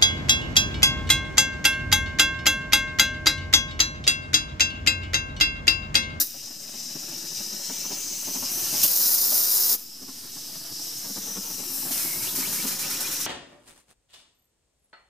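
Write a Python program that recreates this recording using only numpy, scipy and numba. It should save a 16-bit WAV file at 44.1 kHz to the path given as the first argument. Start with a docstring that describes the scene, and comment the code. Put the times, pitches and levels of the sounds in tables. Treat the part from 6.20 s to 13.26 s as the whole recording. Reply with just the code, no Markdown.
"""Tin boiler and model steam engine

A small boiler over a gas flame on a workshop bench. Its spring relief valve seeps, pops open, blows
and snaps shut; collapsing steam pockets thump in the shell. A hand opens the throttle and an engine
nearby chuffs, faster and faster. Automatic gain ducks under each blow and creeps back up."""
import sys
import numpy as np
from scipy import signal
from scipy.fft import rfft, irfft, next_fast_len
from scipy.io import wavfile
from numba import njit

SR = 44100
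rng = np.random.default_rng(int(sys.argv[2]) if len(sys.argv) > 2 else 0)


def int16_out(signal):
    """Quantize to a 16-bit WAV file."""
    q = np.round(np.clip(np.atleast_2d(signal).T, -1, 1) * 32767)
    wavfile.write(sys.argv[1], SR, q.astype(np.int16))


N = 311346

# valve blows: (lift time [s], shut time [s], level [dB])
VALVE_BLOWS = [(-0.6, 0.019, -6), (2.63, 3.546, -13.5)]
# dips in the jet: (time [s], depth [dB], recovery [s])
JET_FALTERS = [(2.66, -3, 0.21), (2.965, -2, 0.047), (3.09, -3, 0.06), (3.261, -2.5, 0.12)]
# valve at the wandering microphone:
# (time [s], seep level [dB], left over right [dB], outlet resonance [Hz], bench echo lag [ms])
VALVE_AT_MIC = [(0, -31, 3, 5230, 0.92), (0.6, -31.5, 4, 5500, 0.89), (0.9, -32, 4, 5400, 0.94),
                (1.15, -32.5, 4, 5500, 0.91), (1.27, -31.5, 3, 5270, 0.91), (1.5, -32, 3, 5800, 0.82),
                (1.7, -30.5, 3, 6050, 0.51), (2.0, -33, 2, 6340, 0.58), (2.27, -31.5, 2.5, 5500, 0.53),
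                (2.34, -33, 2, 5870, 0.57), (2.6, -34.5, 1.5, 5700, 0.52), (3.6, -39.5, 1, 5160, 0.49),
                (4.0, -37.5, .5, 4900, 0.41), (4.2, -36, .5, 4940, 0.43), (4.55, -36.5, 1, 4760, 0.455),
                (4.69, -34, 0.5, 5100, 0.44), (4.95, -34.5, 1, 5450, 0.36), (5.15, -34, 3, 6000, 0.44),
                (5.22, -35, 2.5, 6100, 0.5), (5.42, -35.5, 4.5, 5470, 0.59), (5.68, -36.5, 2, 5070, 0.62),
                (7.06, -35, 3, 5830, 0.44)]
# outlet resonances: (frequency ratio, width [Hz], level [dB])
OUTLET_MODES = [(1, 850, -2.5), (2.42, 1700, -9)]
# thin hiss of the valve near lifting, later of the steam line: (time [s], level [dB])
THIN_HISS = [(0.3, -45), (1.9, -40.5), (2.1, -34.5), (2.19, -34.5), (2.28, -36), (2.325, -30.5),
             (2.52, -30), (2.62, -28), (3.6, -43), (4.62, -38.5), (5.42, -37), (5.52, -32), (5.77, -29),
             (6.1, -32), (6.45, -32.5), (6.65, -48)]
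# exhaust beats: (time [s], level [dB], preceding port whistle [dB])
EXHAUST_BEATS = [(5.707, -26, -90), (6.15, -24.5, -90), (6.322, -26, -41), (6.464, -25.5, -42.5),
                 (6.586, -25, -47), (6.697, -25, -43), (6.802, -25.5, -39.5), (6.906, -26.5, -41.5),
                 (6.998, -26.5, -45)]
# puffs within the slow first stroke: (time [s], level [dB])
FIRST_STROKE_LEAKS = [(5.77, -25.5), (6.017, -29.5)]
# port whistle of that stroke: (time [s], pitch [Hz], level [dB])
FIRST_STROKE_WHISTLE = [(5.72, 3200, -46), (5.78, 2620, -45), (5.85, 2190, -51), (5.93, 2120, -45),
                        (5.99, 2130, -53), (6.05, 2480, -43), (6.075, 2900, -41), (6.1, 3860, -40),
                        (6.12, 4200, -47)]
# boiling water: (time [s], rumble [dB], simmer [dB])
BOIL_LEVELS = [(0.1, -47.5, -54), (0.5, -49, -52), (1.0, -48.5, -52.5), (1.45, -50.5, -51), (2.0, -50, -52),
               (2.54, -48, -44), (3.6, -53.5, -57), (4.2, -51.5, -52.5), (4.8, -51.5, -53.5),
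               (5.5, -49, -49), (6.23, -44, -43.5), (7.06, -47.5, -44)]
# steam pockets collapsing, valve lifting and seating: (time [s], knock drive [dB], boom drive [dB])
SHELL_THUMPS = [(0.004, -24, -26), (0.143, -20, -41), (0.23, -29, -44), (0.308, -36, -32), (0.43, -38, -63),
                (0.518, -40, -44), (0.543, -27, -35.5), (0.655, -41, -47), (0.756, -35, -27.5),
                (0.831, -30, -32), (0.883, -26, -35), (0.92, -30, -32), (0.975, -38, -56),
                (1.117, -36, -36), (1.203, -46, -34), (1.265, -39, -37), (1.327, -31, -35),
                (1.37, -37, -58), (1.396, -31, -40), (1.499, -24.5, -28), (1.653, -29, -32.5),
                (1.712, -26, -28), (1.729, -35, -41), (2.082, -26, -33), (2.158, -22.5, -28.5),
                (2.227, -21, -35), (2.539, -25, -30.5), (2.639, -23, -30.5), (2.795, -22, -32.5),
                (3.118, -11, -35), (3.538, -45, -31), (3.822, -44, -33), (3.886, -29, -33.5),
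                (4.041, -52, -36), (4.167, -32, -36.5), (4.294, -37, -48), (4.358, -41, -40.5),
                (4.514, -37, -38), (4.848, -32, -37), (4.898, -43, -37), (4.97, -32, -30),
                (5.068, -35, -33), (5.17, -42, -26.5), (5.301, -31, -33.5), (5.39, -40, -32.5),
                (5.432, -27, -37), (5.502, -37, -38), (5.657, -31, -35), (5.849, -31, -37),
                (6.181, -35, -29), (6.267, -37, -33.5), (6.449, -50, -30)]
# shell resonances: (frequency [Hz], width [Hz], level [dB])
SHELL_MODES = [(200, 53, -8), (257, 40, -3.5), (311, 44, -14.5), (590, 100, -2), (790, 135, -5.5)]
# band the bench reflects: (low edge [Hz], high edge [Hz])
BENCH_BAND_HZ = [700, 15000]
# noise spectra: (frequency [Hz], relative density [dB])
JET_SPECTRUM = [(95, -41), (190, -14.5), (330, -13.5), (620, -14.5), (1050, -14), (1900, -16),
                (3300, -22.5), (3950, -7), (4450, -11), (5000, -4), (6000, -2.5), (7500, -10.5),
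                (10000, -5.5), (12500, 1), (14200, 4.5), (15300, 1.5), (16000, 0.5)]
SPIT_SPECTRUM = [(500, -3), (2000, -1), (3300, 10), (6000, -3.5)]
SEEP_SPECTRUM = [(900, -20.5), (1500, -22), (2100, -16), (2500, -14.5), (3000, -12), (3450, -14.5),
                 (4050, -8), (4500, -12), (5100, -0.5), (6600, -3.5), (7300, -7), (8250, -7.5),
                 (10000, -15.5), (12800, -23.5), (15000, -20), (16000, -9.5)]
THIN_HISS_SPECTRUM = [(4410, -26), (7800, -4), (10300, -1), (13600, 3), (15200, -2), (16000, -10)]
CHUFF_SPECTRUM = [(470, -38), (800, -17), (1000, -5.5), (2530, -4.5), (2700, -9), (6320, 3), (7070, 0),
                  (13900, 2), (16000, -2.5)]
RUMBLE_SPECTRUM = [(26, -9), (45, 10.5), (54, -49), (103, 1), (264, 4), (356, 1.5), (452, -11), (496, -3),
                   (550, -17), (700, -22), (910, -33), (1540, -120)]
SIMMER_SPECTRUM = [(240, -12), (400, -2), (925, -1), (1130, -3.5), (1870, 0.5), (2060, -20), (2800, -2.5),
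                   (3460, -4), (4000, 3), (5200, -18), (8800, -120)]
# stereo image: (frequency [Hz], left-right correlation)
JET_CORRELATION = [(300, .3), (1200, -.6), (2400, -.2), (3400, .65), (5000, .88), (7600, .72), (15000, .82)]
NEAR_CORRELATION = [(60, 0.55), (130, 0.89), (290, 0.82), (640, 0.82), (1410, 0.36), (3100, 0.8),
                    (6820, 0.76), (15000, 0.37)]
FAR_CORRELATION = [(800, 0.66), (15000, 0.48)]

TIME_S = np.arange(N) / SR


def valve_blow():
    """Lifted valve: a bright jet roughened by water drops, with a wet spit at the lift."""
    lift_s, snap_s, spit_s = 0.003, 0.022, 0.036
    creep_db, snap_db, spit_db = -12.5, -16.5, -21.5
    creep_db_per_s, tail_db_per_s = 118, 122
    flow = spit = 0
    for lift, shut, level_db in VALVE_BLOWS:
        age_s = TIME_S - lift
        shape_db = np.interp(TIME_S, [lift, lift + lift_s, shut, shut + snap_s], [creep_db, 0, 0, snap_db])
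        shape_db -= creep_db_per_s * np.maximum(-age_s, 0)
        shape_db -= tail_db_per_s * np.maximum(TIME_S - shut - snap_s, 0)
        flow += from_db(level_db + shape_db)
        spit += from_db(spit_db) * np.clip(age_s / lift_s, 0, 1) * np.exp(-abs(age_s) / spit_s)
    falter_db = sum(np.interp(TIME_S, [s - .015, s, s + recovery_s], [0, depth_db, 0])
                    for s, depth_db, recovery_s in JET_FALTERS)
    jet = gusty_noise(JET_SPECTRUM, gust_db=.4, flicker_db=.7, rate_hz=16, stereo=JET_CORRELATION)
    jet = from_db(4) * butter(jet, 2, 8000, "low") - butter(jet, 2, 8000, "high")
    drops = from_db(1.34 * drift(146))
    spray = gusty_noise(SPIT_SPECTRUM, gust_db=2, flicker_db=3, rate_hz=60, bands=2,
                        stereo=JET_CORRELATION)
    return panned(flow * from_db(falter_db) * drops * jet + spit * spray, pan_db=np.full(N, 1.2))


def valve_seep():
    """Steam through the narrow seat hisses, rings the outlet and swells before each lift."""
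    swell_db, swell_s = 10.5, 0.18
    level_db, pan_db, outlet_hz, _ = curves(VALVE_AT_MIC)
    for lift, *_ in VALVE_BLOWS:
        level_db += swell_db * np.exp(-abs(TIME_S - lift) / swell_s) * (TIME_S < lift)
    outlet = sum(from_db(mode_db) * whistle(ratio * outlet_hz, width_hz, correlation=0.89)
                 for ratio, width_hz, mode_db in OUTLET_MODES)
    hiss = from_db(-0.5) * gusty_noise(SEEP_SPECTRUM, gust_db=0.96, flicker_db=1.5, rate_hz=12)
    hiss += from_db(-2.5 + drift(9)) * outlet
    thin = gusty_noise(THIN_HISS_SPECTRUM, gust_db=.3, flicker_db=1, rate_hz=6, bands=3)
    thin *= from_db(curves(THIN_HISS)[0])
    return panned(from_db(level_db) * hiss + thin, pan_db)


def engine_chuffs():
    """Each exhaust puff opens within milliseconds and fades."""
    attack_s, t60_s = .003, 0.84
    puffs = np.zeros(N)
    for s, level_db, *_ in list(EXHAUST_BEATS) + list(FIRST_STROKE_LEAKS):
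        age_s = np.maximum(TIME_S - s, 0)
        fade_db = -60 * age_s / t60_s - 0.5 * np.exp(-age_s / 0.017)
        puffs = np.maximum(puffs, from_db(level_db + fade_db) * (1 - np.exp(-age_s / attack_s)))
    return puffs * gusty_noise(CHUFF_SPECTRUM, gust_db=0.8, flicker_db=1.2, rate_hz=21, bands=4,
                               stereo=FAR_CORRELATION)


def port_whistle():
    """Before a beat the cylinder port whistles upward, breathier as it rises."""
    rest_hz, hz_per_beat_rate = 1724, 78
    path = [(5.6, 3200, -97)] + list(FIRST_STROKE_WHISTLE)
    for (start, *_), (end, _, db) in zip(EXHAUST_BEATS[1:], EXHAUST_BEATS[2:]):
        stroke_s = end - start
        clear_s = start + 0.55 * stroke_s
        top_s = clear_s + 0.195 * stroke_s
        hz = rest_hz + hz_per_beat_rate / stroke_s
        path += [(clear_s - .04, .96 * hz, -70), (clear_s - .012, .99 * hz, db - 2),
                 (clear_s + .006, hz, db), (clear_s + .012, 1.15 * hz, db),
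                 (top_s, 1.8 * hz, db + 2), (top_s + .015, 1.9 * hz, -70)]
    pitch_hz, level_db = curves(path)
    width_hz = 220 + .5 * np.maximum(pitch_hz - 2450, 0)
    return from_db(level_db + 3.3 * drift(70)) * whistle(pitch_hz, width_hz, correlation=0.86)


def shell_thumps():
    """Each thump drives the shell with a push and a noise burst; small collapses fill the gaps."""
    pockets_per_s, churn_s, push_s = 55, 0.01, 0.00066
    rumble_db, _ = curves(BOIL_LEVELS)
    onsets = np.flatnonzero(rng.random(N) < pockets_per_s / SR)
    small = [(i / SR, rumble_db[i] + 10.5 + 3.5 * a, rumble_db[i] + 3.5 + 2 * b, churn_s / 3)
             for i, (a, b) in zip(onsets, rng.standard_normal((600, 2)))]
    knock, boom, push = np.zeros((3, N))
    for s, knock_db, boom_db, spread_s in [(*row, churn_s) for row in SHELL_THUMPS] + small:
        span = slice(max(int((s - .03) * SR), 0), int((s + .12) * SR))
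        age_s = TIME_S[span] - s
        progress = (age_s + 0.0076) / spread_s
        knock[span] += from_db(knock_db - 16.5) * np.maximum(progress, 0) ** 2 * np.exp(2 - 2 * progress)
        boom[span] += from_db(boom_db - 3.5) * np.exp(-(progress - 1.3) ** 2 / 2)
        push[span] += from_db(boom_db - 5) * np.exp(-(age_s / push_s) ** 2) / (2 * np.pi ** 1.5 * push_s)
    mid, side = rng.standard_normal((2, N))
    shell = 0
    for hz, width_hz, level_db in SHELL_MODES:
        noise_gain = np.sqrt(SR / width_hz / 8)
        if hz < 450:  # low modes are mono
            drive = mid * boom * noise_gain + push / width_hz
        else:
            drive = (mid + 0.64 * side * [[1], [-1]]) * knock * noise_gain
        r = np.exp(-np.pi * width_hz / SR)
        zeros = np.array([1, 0, -1]) * (1 - r * r) / 2
        poles = [1, -2 * r * np.cos(2 * np.pi * hz / SR), r * r]
        shell = shell + from_db(level_db) * signal.lfilter(zeros, poles, drive + 1e-18)
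    return shell


def boil():
    """Boiling water: a lumpy rumble under a steadier simmer."""
    rumble_db, simmer_db = curves(BOIL_LEVELS)
    lumps = from_db(2 * drift(49))
    rumble = gusty_noise(RUMBLE_SPECTRUM, gust_db=1.5, flicker_db=1.5, rate_hz=21, bands=4)
    simmer = gusty_noise(SIMMER_SPECTRUM, gust_db=2, flicker_db=2, rate_hz=9, bands=4)
    return from_db(rumble_db) * rumble * lumps + from_db(simmer_db) * simmer * lumps ** 0.13


def bench_echo(x):
    """One inverted reflection with a moving lag; combs the direct sound when added."""
    i = np.arange(N)
    lag_ms = curves(VALVE_AT_MIC)[-1]
    reflected = signal.sosfiltfilt(signal.butter(1, BENCH_BAND_HZ, "band", fs=SR, output="sos"), x)
    return -0.22 * np.array([np.interp(i - lag_ms * SR / 1000, i, side) for side in reflected])


def workshop(x, t60_s=0.075, wet_db=-10, places=24):
    """Shelves and clutter add a short dense tail that changes as the microphone wanders."""
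    age_s = np.arange(SR // 6) / SR
    hop = N // (places - 1) + 1
    wet = np.zeros((2, N))
    for k in range(places):
        tail = rng.standard_normal(len(age_s)) * from_db(-60 * age_s / t60_s) * (age_s > .002)
        tail = signal.lfilter([1, .9], [1], tail)  # dulls the tail
        tail /= np.linalg.norm(tail)
        span = slice(max(k - 1, 0) * hop, (k + 1) * hop)
        crossfade = np.cos(np.pi / 2 * (np.arange(N)[span] / hop - k))
        heard = signal.fftconvolve(x[:, span] * crossfade, tail[None], axes=1)[:, :N - span.start]
        wet[:, span.start:span.start + heard.shape[1]] += heard
    return x + from_db(wet_db) * wet


def gain_control(x, limit_db=-21, hold_back=0.66, detect_s=0.0054, duck_s=0.027, recover_s=0.79):
    """Holds back most of the excess over the limit: fast duck, exponential recovery."""
    level_db = 10 * np.log10(smooth(np.mean(x ** 2, axis=0), detect_s) + 1e-12)
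    over_db = np.maximum(level_db - limit_db, 1e-3)
    decay = TIME_S / recover_s
    held_db = np.exp(np.maximum.accumulate(np.log(over_db) + decay) - decay)
    return x * from_db(-hold_back * smooth(held_db, duck_s))


def gusty_noise(spectrum, gust_db, flicker_db, rate_hz, bands=6, stereo=NEAR_CORRELATION):
    """Coloured stereo noise; its bands gust together and flicker separately; rms 1."""
    size = next_fast_len(N)
    hz = np.maximum(np.arange(size // 2 + 1) * SR / size, 1)
    mid, side = rfft(rng.standard_normal((2, size))) * from_db(at_hz(spectrum, hz))
    bins = left_right(mid, side, at_hz(stereo, hz))
    band_index = at_hz([(spectrum[0][0], 0), (spectrum[-1][0], bands - 1)], hz)
    noise = 0
    for k in range(bands):
        band = irfft(bins * np.clip(1 - abs(band_index - k), 0, 1), size)[:, :N]
        noise += band * from_db(flicker_db * drift(rate_hz))
    return rms_one(noise * from_db(gust_db * drift(rate_hz)))


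def whistle(hz, width_hz, correlation):
    """Stereo noise twice through a moving resonance; rms 1."""
    r = np.exp(-np.pi * width_hz / SR) * np.ones(N)
    mid, side = [resonate(resonate(white, hz, r), hz, r) / np.sqrt(width_hz)
                 for white in rng.standard_normal((2, N))]
    return rms_one(left_right(mid, side, correlation))


@njit
def resonate(x, hz, r):
    """Band-pass with moving centre and pole radius r; peak gain 1."""
    y = np.zeros_like(x)
    for i in range(2, len(x)):
        y[i] = ((1 - r[i] ** 2) / 2 * (x[i] - x[i - 2])
                + 2 * r[i] * np.cos(2 * np.pi * hz[i] / SR) * y[i - 1] - r[i] ** 2 * y[i - 2])
    return y


def drift(rate_hz):
    """Random wander: coarse noise through two one-pole low-passes; rms 1."""
    step, settle = 40, 2000
    r = np.exp(-2 * np.pi * rate_hz * step / SR)
    slow = signal.lfilter([1], [1, -2 * r, r * r], rng.standard_normal(N // step + settle + 2))[settle:]
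    return np.interp(np.arange(N) / step, np.arange(len(slow)), rms_one(slow))


def smooth(x, tau_s):
    """One-pole smoothing from the opening level."""
    r = np.exp(-1 / (tau_s * SR))
    return signal.lfilter([1 - r], [1, -r], x, zi=[r * x[:SR // 50].mean()])[0]


def butter(x, order, hz, kind):
    return signal.sosfilt(signal.butter(order, hz, kind, fs=SR, output="sos"), x)


def curves(rows):
    """Columns of a time table, per sample."""
    times_s, *columns = np.transpose(rows)
    return [np.interp(TIME_S, times_s, column) for column in columns]


def at_hz(rows, hz):
    """Table lookup on a log-frequency axis."""
    knots_hz, values = np.transpose(rows)
    return np.interp(np.log(hz), np.log(knots_hz), values)


def left_right(mid, side, correlation):
    return np.sqrt(1 + correlation) * mid + np.sqrt(1 - correlation) * side * [[1], [-1]]


def panned(x, pan_db):
    return x * from_db([pan_db / 2, -pan_db / 2])


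def from_db(db):
    return 10 ** (np.asarray(db) / 20)


def rms_one(x):
    return x / np.sqrt(np.mean(x ** 2) + 1e-20)


def scene():
    """Boiler on the bench, engine farther off, both in the workshop."""
    boiler = valve_seep() + valve_blow() + boil() + shell_thumps()
    engine = engine_chuffs() + port_whistle()
    return workshop(boiler + bench_echo(boiler) + engine)


def record(dry):
    """Low cut, gain control, rounded peaks, steep top cut, small converter bias."""
    low_cut_hz, top_cut_hz, bias = 70, 15500, -.0031
    mic = np.tanh(gain_control(butter(dry, 3, low_cut_hz, "high")))
    return signal.sosfilt(signal.ellip(14, .5, 70, top_cut_hz, fs=SR, output="sos"), mic) + bias


dry = scene()
out = record(dry)
int16_out(out)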